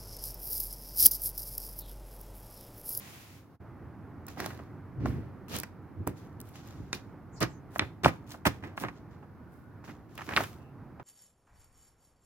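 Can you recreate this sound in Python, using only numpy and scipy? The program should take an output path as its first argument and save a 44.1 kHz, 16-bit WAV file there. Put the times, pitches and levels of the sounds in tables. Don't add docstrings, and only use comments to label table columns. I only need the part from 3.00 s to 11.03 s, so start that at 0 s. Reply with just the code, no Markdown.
import sys
import numpy as np
from scipy import signal
from scipy.fft import rfft, irfft
from scipy.io import wavfile
from scipy.ndimage import uniform_filter1d, map_coordinates

SR = 44100
rng = np.random.default_rng(int(sys.argv[2]) if len(sys.argv) > 2 else 0)


def wav_record(signal):
    frames = np.transpose(np.atleast_2d(signal))
    bounded = np.clip(frames, -1, 1)
    quanta = np.round(bounded * 32767).astype(np.int16)
    wavfile.write(sys.argv[1], SR, quanta)


N = 354123
TIME_S = np.arange(N) / SR

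# f/Hz, relative density/dB
MIC_SPECTRUM = [(2000, 3), (5000, 1), (8500, -9), (12000, 2), (16000, -4)]
# f/Hz, relative density/dB
TRAFFIC_SPECTRUM = [(20, -32), (39, -16.5), (62, -12), (85, -2.5), (102, -2.5), (150, -5.5), (210, -9),
                    (295, -8.5), (420, -17), (580, -22), (800, -20.5), (1400, -26), (2200, -36.5),
                    (3500, -55), (8000, -63.5)]
# t/s, gain/dB
TRAFFIC_GAIN = [(0, -55), (.58, -55), (.605, -48.5), (1.2, -46), (3.4, -48), (5.9, -48.5), (6.6, -50),
                (8.03, -49)]
# t/s, length/s, f/Hz, bandwidth/Hz, level/dB
FAR_WHISTLES = [(4.31, 0.11, 7000, 1100, -67), (4.349, 0.065, 4970, 1200, -63),
                (4.47, 0.086, 7400, 700, -73), (4.478, 0.14, 6350, 600, -74), (6.1, 0.98, 1467, 90, -72),
                (7.52, 0.25, 2680, 205.6, -76)]
# f/Hz, relative density/dB
RASP_SPECTRUM = [(200, -8), (700, 7.5), (1600, 4), (2800, 3.5), (4500, 1.5), (7000, 0), (10000, -29),
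                 (16000, -38.5)]
# f/Hz, relative density/dB
HISS_SPECTRUM = [(3000, -5.5), (6000, -9), (8500, -5), (12000, -2), (16000, -4)]
# t/s, rise/s, t60/s, rasp/dB, hiss/dB
DRAGS = [(1.267, 0.033, 0.3, -55, -59), (1.361, 0.087, 0.49, -51.5, -53), (2.482, 0.074, .21, -40, -42),
         (3.15, 0.025, 0.44, -61, -65), (3.41, 0.063, .7, -69, -63), (3.535, 0.019, 0.56, -55.5, -68),
         (3.63, 0.035, 1.6, -64, -70), (4.705, 0.053, 0.22, -59, -55), (5.265, 0.06, 0.17, -51.5, -53),
         (5.765, 0.052, 0.11, -49.5, -44.5), (5.92, .05, 0.23, -67.5, -90), (6.1, .013, 0.38, -69.5, -88),
         (6.48, .052, .79, -84, -71), (6.838, 0.013, 0.35, -58.5, -63), (7.089, .13, 0.55, -57, -61),
         (7.24, 0.18, .42, -51, -48.5)]
# t/s, level/dB
CREASE_SNAPS = [(1.267, -45.5), (1.285, -43.5), (1.404, -41), (1.462, -39), (2.5648, -33), (2.587, -33.5),
                (2.6, -31.5), (2.634, -41), (3.0745, -33), (3.403, -44), (3.414, -46), (3.49, -55),
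                (3.675, -53), (4.405, -39), (4.7832, -43), (7.154, -52), (7.178, -49)]
# t/s, rise/s, t60/s, level/dB
WEIGHT_SHIFTS = [(1.961, 0.087, 0.65, -27.5), (2.18, 0.013, 0.18, -33.5), (2.96, 0.044, 0.22, -35),
                 (3.78, 0.02, 0.46, -39.5)]
# t/s, length/s, start f/Hz, end f/Hz, level/dB
SOLE_PEELS = [(5.0452, 0.00563, 4480, 950, -21), (7.369, .014, 2726, 890, -21.5)]
# t/s, length/s, level/dB
PAINT_PATCHES = [(1.4, .14, -41), (6.87, .035, -48.5), (7.183, 0.035, -39.5), (7.306, .037, -38)]
# f/Hz, bandwidth/Hz, gain/dB
SHOE_MODES = [(665, 470, 2), (1264, 87, -17), (1610, 150, -12), (1890, 110, -9), (2490, 280, -10),
              (2760, 180, -18)]
# t/s, rise/s, t60/s, thud/dB, crunch/dB, rasp/dB
SOLE_PRESSES = [(1.378, 0.018, 0.64, -40.5, -43.5, -51.5), (2.0, 0.067, 0.16, -37, -51.5, -62.5),
                (2.057, 0.0091, .7, -39, -49.5, -59.5), (2.495, 0.054, 0.32, -38.5, -50, -46.5),
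                (3.068, 0.0025, 0.15, -30, -44, -55.5), (3.927, 0.02, 0.17, -46, -46.5, -45),
                (4.406, 0.023, 0.1, -25, -26, -34), (4.801, 0.019, 0.1, -33, -33, -60),
                (5.034, 0.026, .07, -23.5, -28, -34), (5.07, .013, 0.092, -34.5, -29.5, -43),
                (5.4529, 0.0027, 0.074, -32, -22.5, -40.5), (5.459, 0.011, 0.071, -25.5, -22, -29.5),
                (5.625, 0.02, 0.3, -43, -47, -63), (5.81, .042, .13, -35.5, -39, -65),
                (6.875, .012, 0.19, -45, -54, -65), (7.275, 0.041, 0.28, -40.5, -41.5, -60),
                (7.362, 0.0097, .13, -33.5, -26.5, -38), (7.39, 0.019, 0.18, -37, -35.5, -58)]
# low f/Hz, high f/Hz
SOLE_BANDS = [(125, 378), (480, 2200), (2400, 5960), (7000, 16400)]
# f/Hz, t60/s, relative level/dB
HEEL_MODES = [(1373, 0.024, -1), (2313, 0.044, 2), (2450, 0.026, -18), (3560, 0.012, 5), (4070, 0.014, -1)]
# t/s, level/dB
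HEEL_STRIKES = [(2.059, -55), (3.0742, -61), (3.9313, -32.5), (4.795, -27.5), (5.046, -29), (5.778, -57),
                (7.3648, -29)]
# t/s, level/dB, f/Hz, bright edge re level/dB
KNOCKS = [(1.282, -42.5, 1440, -6.5), (1.373, -39.5, 790, -30), (1.402, -31, 1200, -5.5),
          (1.461, -33.5, 810, -5), (1.592, -43.5, 930, -30), (2.058, -29, 1010, -17.5),
          (2.6343, -35, 1450, -8), (3.074, -28.5, 726, -27), (3.93, -29, 1730, -2), (4.429, -31, 1300, 1),
          (4.435, -30, 1100, -24), (4.76, -30.5, 950, -23), (4.795, -21.5, 1950, -50),
          (5.06, -12, 660, -46), (5.066, -26.5, 800, -23), (5.343, -41, 910, -32), (5.453, -30, 1360, -20),
          (5.468, -23.5, 1060, -33), (5.638, -40, 1340, -44), (5.777, -31.5, 1200, -28),
          (5.8377, -29.5, 1060, -25), (5.849, -34, 1010, -32), (5.885, -35.5, 1280, -30),
          (6.229, -48.5, 855, -32), (6.841, -47.5, 1250, -14), (7.178, -40, 1910, -22),
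          (7.291, -33, 1450, -15), (7.3646, -23.5, 2600, -37), (7.4061, -26.5, 825, -22),
          (7.441, -37.5, 1620, -24), (7.998, -41.5, 940, -36)]
# t/s, left channel lag/samples
LEFT_LAG = [(1.4, 3), (4.6, 4), (5.5, 6), (6.8, 2.3)]
# t/s, gain/dB
LEVEL_DIP = [(.555, 1.5), (.575, -18), (.592, -29), (.606, 0)]


def undb(db):
    return 10 ** (np.asarray(db) / 20)


def unit(x):
    return x / np.sqrt(np.mean(x ** 2))


def unit_hit(x):
    return x * np.sqrt(.005 * SR / np.sum(x ** 2))


def curve(points):
    return np.interp(TIME_S, *np.transpose(points))


def fade(t, t60_s):
    return np.exp(-np.log(1000) * t / t60_s)


def swell(t, rise_s, t60_s, start_db):
    attack = undb(start_db * np.maximum(1 - t / rise_s, 0))
    return attack * fade(np.maximum(t - rise_s, 0), t60_s)


def band(x, lo_hz, hi_hz, order=2):
    return signal.sosfilt(signal.butter(order, [lo_hz, hi_hz], "band", fs=SR, output="sos"), x)


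def colour(x, spectrum):
    hz, db = np.transpose(spectrum)
    bins_hz = np.maximum(np.fft.rfftfreq(N, 1 / SR), 1)
    return unit(irfft(rfft(x) * undb(np.interp(np.log(bins_hz), np.log(hz), db)), N))


def grains(n, spread_db):
    sizes = np.repeat(undb(spread_db * rng.standard_normal(n // 16 + 1)), 16)[:n]
    return unit(rng.standard_normal(n) * sizes)


def wander(rate_hz):
    hold = int(SR / rate_hz)
    steps = np.repeat(rng.standard_normal(N // hold + 1), hold)
    return unit(uniform_filter1d(uniform_filter1d(steps, hold), hold)[:N])


def wide(mid, side, width):
    return (mid + width * side * np.array([[1], [-1]])) / np.sqrt(1 + width ** 2)


def pan(x, pan_db):
    return x * undb([[pan_db / 2], [-pan_db / 2]])


def add(out, at_s, x, pan_db=0):
    i = int(at_s * SR)
    out[:, i:i + x.shape[-1]] += pan(x, pan_db)[:, :N - i]


def mic_hiss(level_db=-78):
    return undb(level_db) * np.array([colour(rng.standard_normal(N), MIC_SPECTRUM) for _ in range(2)])


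def traffic(drone_hz=101, drone_db=-12):
    mid, side = (colour(rng.standard_normal(N), TRAFFIC_SPECTRUM) * undb(wander(14)) for _ in range(2))
    drone = undb(drone_db) * unit(band(rng.standard_normal(N), drone_hz - 9, drone_hz + 9))
    return undb(curve(TRAFFIC_GAIN)) * pan(wide(mid + drone, side, width=.25), pan_db=-2.06)


def whistles():
    out = np.zeros((2, N))
    for at_s, length_s, hz, width_hz, db in FAR_WHISTLES:
        n = int(length_s * SR)
        tone = band(rng.standard_normal((2, n)), hz - width_hz / 2, hz + width_hz / 2)
        add(out, at_s, undb(db) * unit(np.hanning(n) * tone))
    return out


def porch(x, build_s=.0032, main_t60_s=.25, bass_t60_s=.18):
    t = np.arange(int(.7 * SR)) / SR
    scatter = rng.standard_normal((2, len(t))) * (1 - np.exp(-t / build_s))
    decay = fade(t, main_t60_s)
    main = undb(-15.5) * band(scatter, 350, 6000, order=1) * decay
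    bass = undb(-18) * band(scatter, 60, 540) * fade(t, bass_t60_s)
    return 1.22 * signal.fftconvolve(x, (main + bass) / np.linalg.norm(decay), axes=1)[:, :N]


def friction(rasp_gain, hiss_gain, spread_db, flutter_db):
    layers = []
    for spectrum in (RASP_SPECTRUM, HISS_SPECTRUM):
        mid, side = (colour(grains(N, spread_db), spectrum) for _ in range(2))
        layers.append(wide(mid, side, width=.93))
    rasp, hiss = layers
    return undb(flutter_db * wander(90)) * (1.05 * rasp_gain * rasp + hiss_gain * hiss)


def skirt(gain_db=-56.5, slow_at_s=.13, stop_at_s=.38, swish_hz=2300, width_hz=900, swish_db=-5):
    slowing = fade(np.maximum(TIME_S - slow_at_s, 0), t60_s=1.78)
    stopping = fade(np.clip(TIME_S - stop_at_s, 0, 1), t60_s=.39)
    slide = undb(gain_db) * slowing * stopping
    swish = unit(band(rng.standard_normal((2, N)), swish_hz - width_hz / 2, swish_hz + width_hz / 2))
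    return friction(slide, slide, spread_db=0, flutter_db=.6) + undb(swish_db) * slide * swish


def crinkles(rate_hz=80, spread_db=5, t60_s=.0074):
    clicks = (rng.random(N) < rate_hz / SR) * undb(spread_db * np.minimum(rng.standard_normal(N), 2))
    decay = fade(np.arange(SR // 100) / SR, t60_s)
    return signal.fftconvolve(clicks, decay)[:N] * rng.standard_normal(N)


def paper_rustle(trim_db=-1, crinkle_db=-5, settle_rise_s=.022, settle_t60_s=.33, settle_db_per_db=.47):
    gains, t = np.zeros((2, N)), np.arange(SR // 2) / SR
    settling = []
    for at_s, rise_s, _, _, crunch_db, _ in SOLE_PRESSES:
        follow_db = settle_db_per_db * crunch_db
        settling.append((at_s + rise_s, settle_rise_s, settle_t60_s, follow_db - 49.5, follow_db - 52.5))
    for at_s, rise_s, t60_s, rasp_db, hiss_db in DRAGS + settling:
        add(gains, at_s, undb([[rasp_db], [hiss_db]]) * swell(t, rise_s, t60_s, start_db=-18))
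    rasp_gain, hiss_gain = undb(trim_db) * gains
    creases = crinkles()
    crinkling = rasp_gain * colour(creases, RASP_SPECTRUM) + hiss_gain * colour(creases, HISS_SPECTRUM)
    return friction(rasp_gain, hiss_gain, spread_db=3, flutter_db=.1) + undb(crinkle_db) * crinkling


def crease_snaps(grit=.28, t60_s=.0087):
    out, t = np.zeros((2, N)), np.arange(SR // 30) / SR
    for at_s, db in CREASE_SNAPS:
        crack = (t == 0) + grit * rng.standard_normal((2, len(t))) * fade(t, t60_s)
        treble = band(crack, 9500, SR / 2 - 1000, order=1)
        add(out, at_s, undb(db) * np.sqrt(2) * unit_hit(treble), pan_db=-.5)
    return out


def ground_bumps(deep_hz=(68, 150), body_hz=(180, 340), body_db=-8, press_t60_s=.26, re_thud_db=-5.5):
    out, t = np.zeros((2, N)), np.arange(SR // 2) / SR
    landings = [(at_s, rise_s, press_t60_s, thud_db + re_thud_db)
                for at_s, rise_s, _, thud_db, _, _ in SOLE_PRESSES]
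    for at_s, rise_s, t60_s, db in WEIGHT_SHIFTS + landings:
        rumble = signal.hilbert(band(rng.standard_normal((2, SR)), *deep_hz, order=3))[:, -len(t):]
        ring = unit(rumble.real / np.sqrt(np.abs(rumble)))
        body = undb(body_db) * unit(band(rng.standard_normal((2, len(t))), *body_hz))
        load = swell(t, rise_s, t60_s, start_db=-14)
        add(out, at_s, undb(db) * load * wide(*(ring + body), width=.19), pan_db=-.5)
    return band(out, 48, 610, order=3)


def sole_peels(roughness=.63):
    out = np.zeros((2, N))
    for at_s, length_s, start_hz, end_hz, db in SOLE_PEELS:
        opening = np.linspace(0, 1, int(length_s * SR))
        phase = 2 * np.pi * np.cumsum(start_hz * (end_hz / start_hz) ** opening) / SR
        tearing = 1 + roughness * unit(band(rng.standard_normal(len(opening)), 100, 980))
        arch = np.sqrt(opening * (1 - opening))
        add(out, at_s, undb(db) * unit(np.sin(phase) * tearing * arch))
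    return out


def paint_pops(count=4, centre_hz=1200, spread_oct=.25, spread_db=2, edge_db=-20):
    rows = []
    for start_s, length_s, db in PAINT_PATCHES:
        times_s = start_s + length_s * (np.arange(count) + rng.random(count)) / count
        for at_s, (size, pitch) in zip(times_s, rng.standard_normal((count, 2))):
            rows.append((at_s, db + spread_db * size, centre_hz * 2 ** (spread_oct * pitch), edge_db))
    return rows


def shoe_ring(contact, amount):
    ring = sum(undb(db) * band(contact, hz - width_hz / 2, hz + width_hz / 2, order=1)
               for hz, width_hz, db in SHOE_MODES)
    return contact + amount * ring


def sole_presses(crisp_rise_s=.008, hiss_db_per_doubling=-4.5, thud_trim_db=-1):
    out, t = np.zeros((2, N)), np.arange(SR // 3) / SR
    widths, pans_db, t60_ratios = (.35, .45, .75, .75), (-4.5, -1.5, 0, -1), (1.2, 1, .85, .7)
    for at_s, rise_s, t60_s, thud_db, crunch_db, rasp_db in SOLE_PRESSES:
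        hiss_db = rasp_db + hiss_db_per_doubling * np.log2(rise_s / crisp_rise_s)
        levels_db = thud_db + thud_trim_db, crunch_db, rasp_db, hiss_db
        for k, edges_hz in enumerate(SOLE_BANDS):
            load = swell(t, rise_s, t60_s * t60_ratios[k], start_db=-9)
            crackles = [band(grains(len(t), spread_db=4), *edges_hz, order=3) for _ in range(2)]
            mid, side = (unit(shoe_ring(crackle, amount=.5)) for crackle in crackles)
            add(out, at_s, undb(levels_db[k]) * load * wide(mid, side, widths[k]), pans_db[k])
    return out


def heel_clacks(detune=.029):
    out, t = np.zeros((2, N)), np.arange(SR // 16) / SR
    for at_s, db in HEEL_STRIKES:
        tuning = 1 + detune * rng.standard_normal()
        ring = sum(undb(mode_db) * fade(t, t60_s) * np.sin(2 * np.pi * hz * tuning * t)
                   for hz, t60_s, mode_db in HEEL_MODES)
        add(out, at_s, undb(db) * unit_hit(ring), pan_db=-1)
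    return out


def knocks(hits, lead_s=.004, lead_in_gain=.027, grit=.12, band_ratio=1.65, body_db=.5, thump_db=-10):
    out = np.zeros((2, N))
    t = (np.arange(SR // 8) - int(lead_s * SR)) / SR
    ref_t60_s, ref_db, halving_db = .024, -28.5, 9.5
    for at_s, db, hz, edge_db in hits:
        t60_s = ref_t60_s * 2 ** ((ref_db - db) / halving_db)
        grit_gain = np.where(t < 0, lead_in_gain * (1 + t / lead_s), grit * fade(np.abs(t), t60_s))
        texture = wide(grains(len(t), spread_db=4.5), grains(len(t), spread_db=3), width=.56)
        push = (t == 0) + grit_gain * texture
        contact = band(push, hz / band_ratio, hz * band_ratio)
        body = undb(body_db) * unit_hit(shoe_ring(contact, amount=.93))
        edge = undb(edge_db) * unit_hit(band(push, 2200, 5900))
        thump = undb(thump_db) * unit_hit(band(push, 130, 367))
        add(out, at_s - lead_s, np.sqrt(2) * undb(db) * (body + edge + thump), pan_db=-2.3)
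    return out


def scene():
    impacts = knocks(KNOCKS + paint_pops()) + heel_clacks() + crease_snaps()
    left, right = impacts + sole_presses() + ground_bumps() + sole_peels() + paper_rustle()
    late_left = map_coordinates(left, [np.arange(N) - curve(LEFT_LAG)], order=5)
    feet = np.array([late_left, right])
    return feet + porch(feet) + skirt() + whistles() + traffic() + mic_hiss()


def record(dry):
    lowpass = signal.ellip(10, .2, 70, 16000, fs=SR, output="sos")
    return signal.sosfilt(lowpass, dry * undb(curve(LEVEL_DIP)))


dry = scene()
out = record(dry)
wav_record(out)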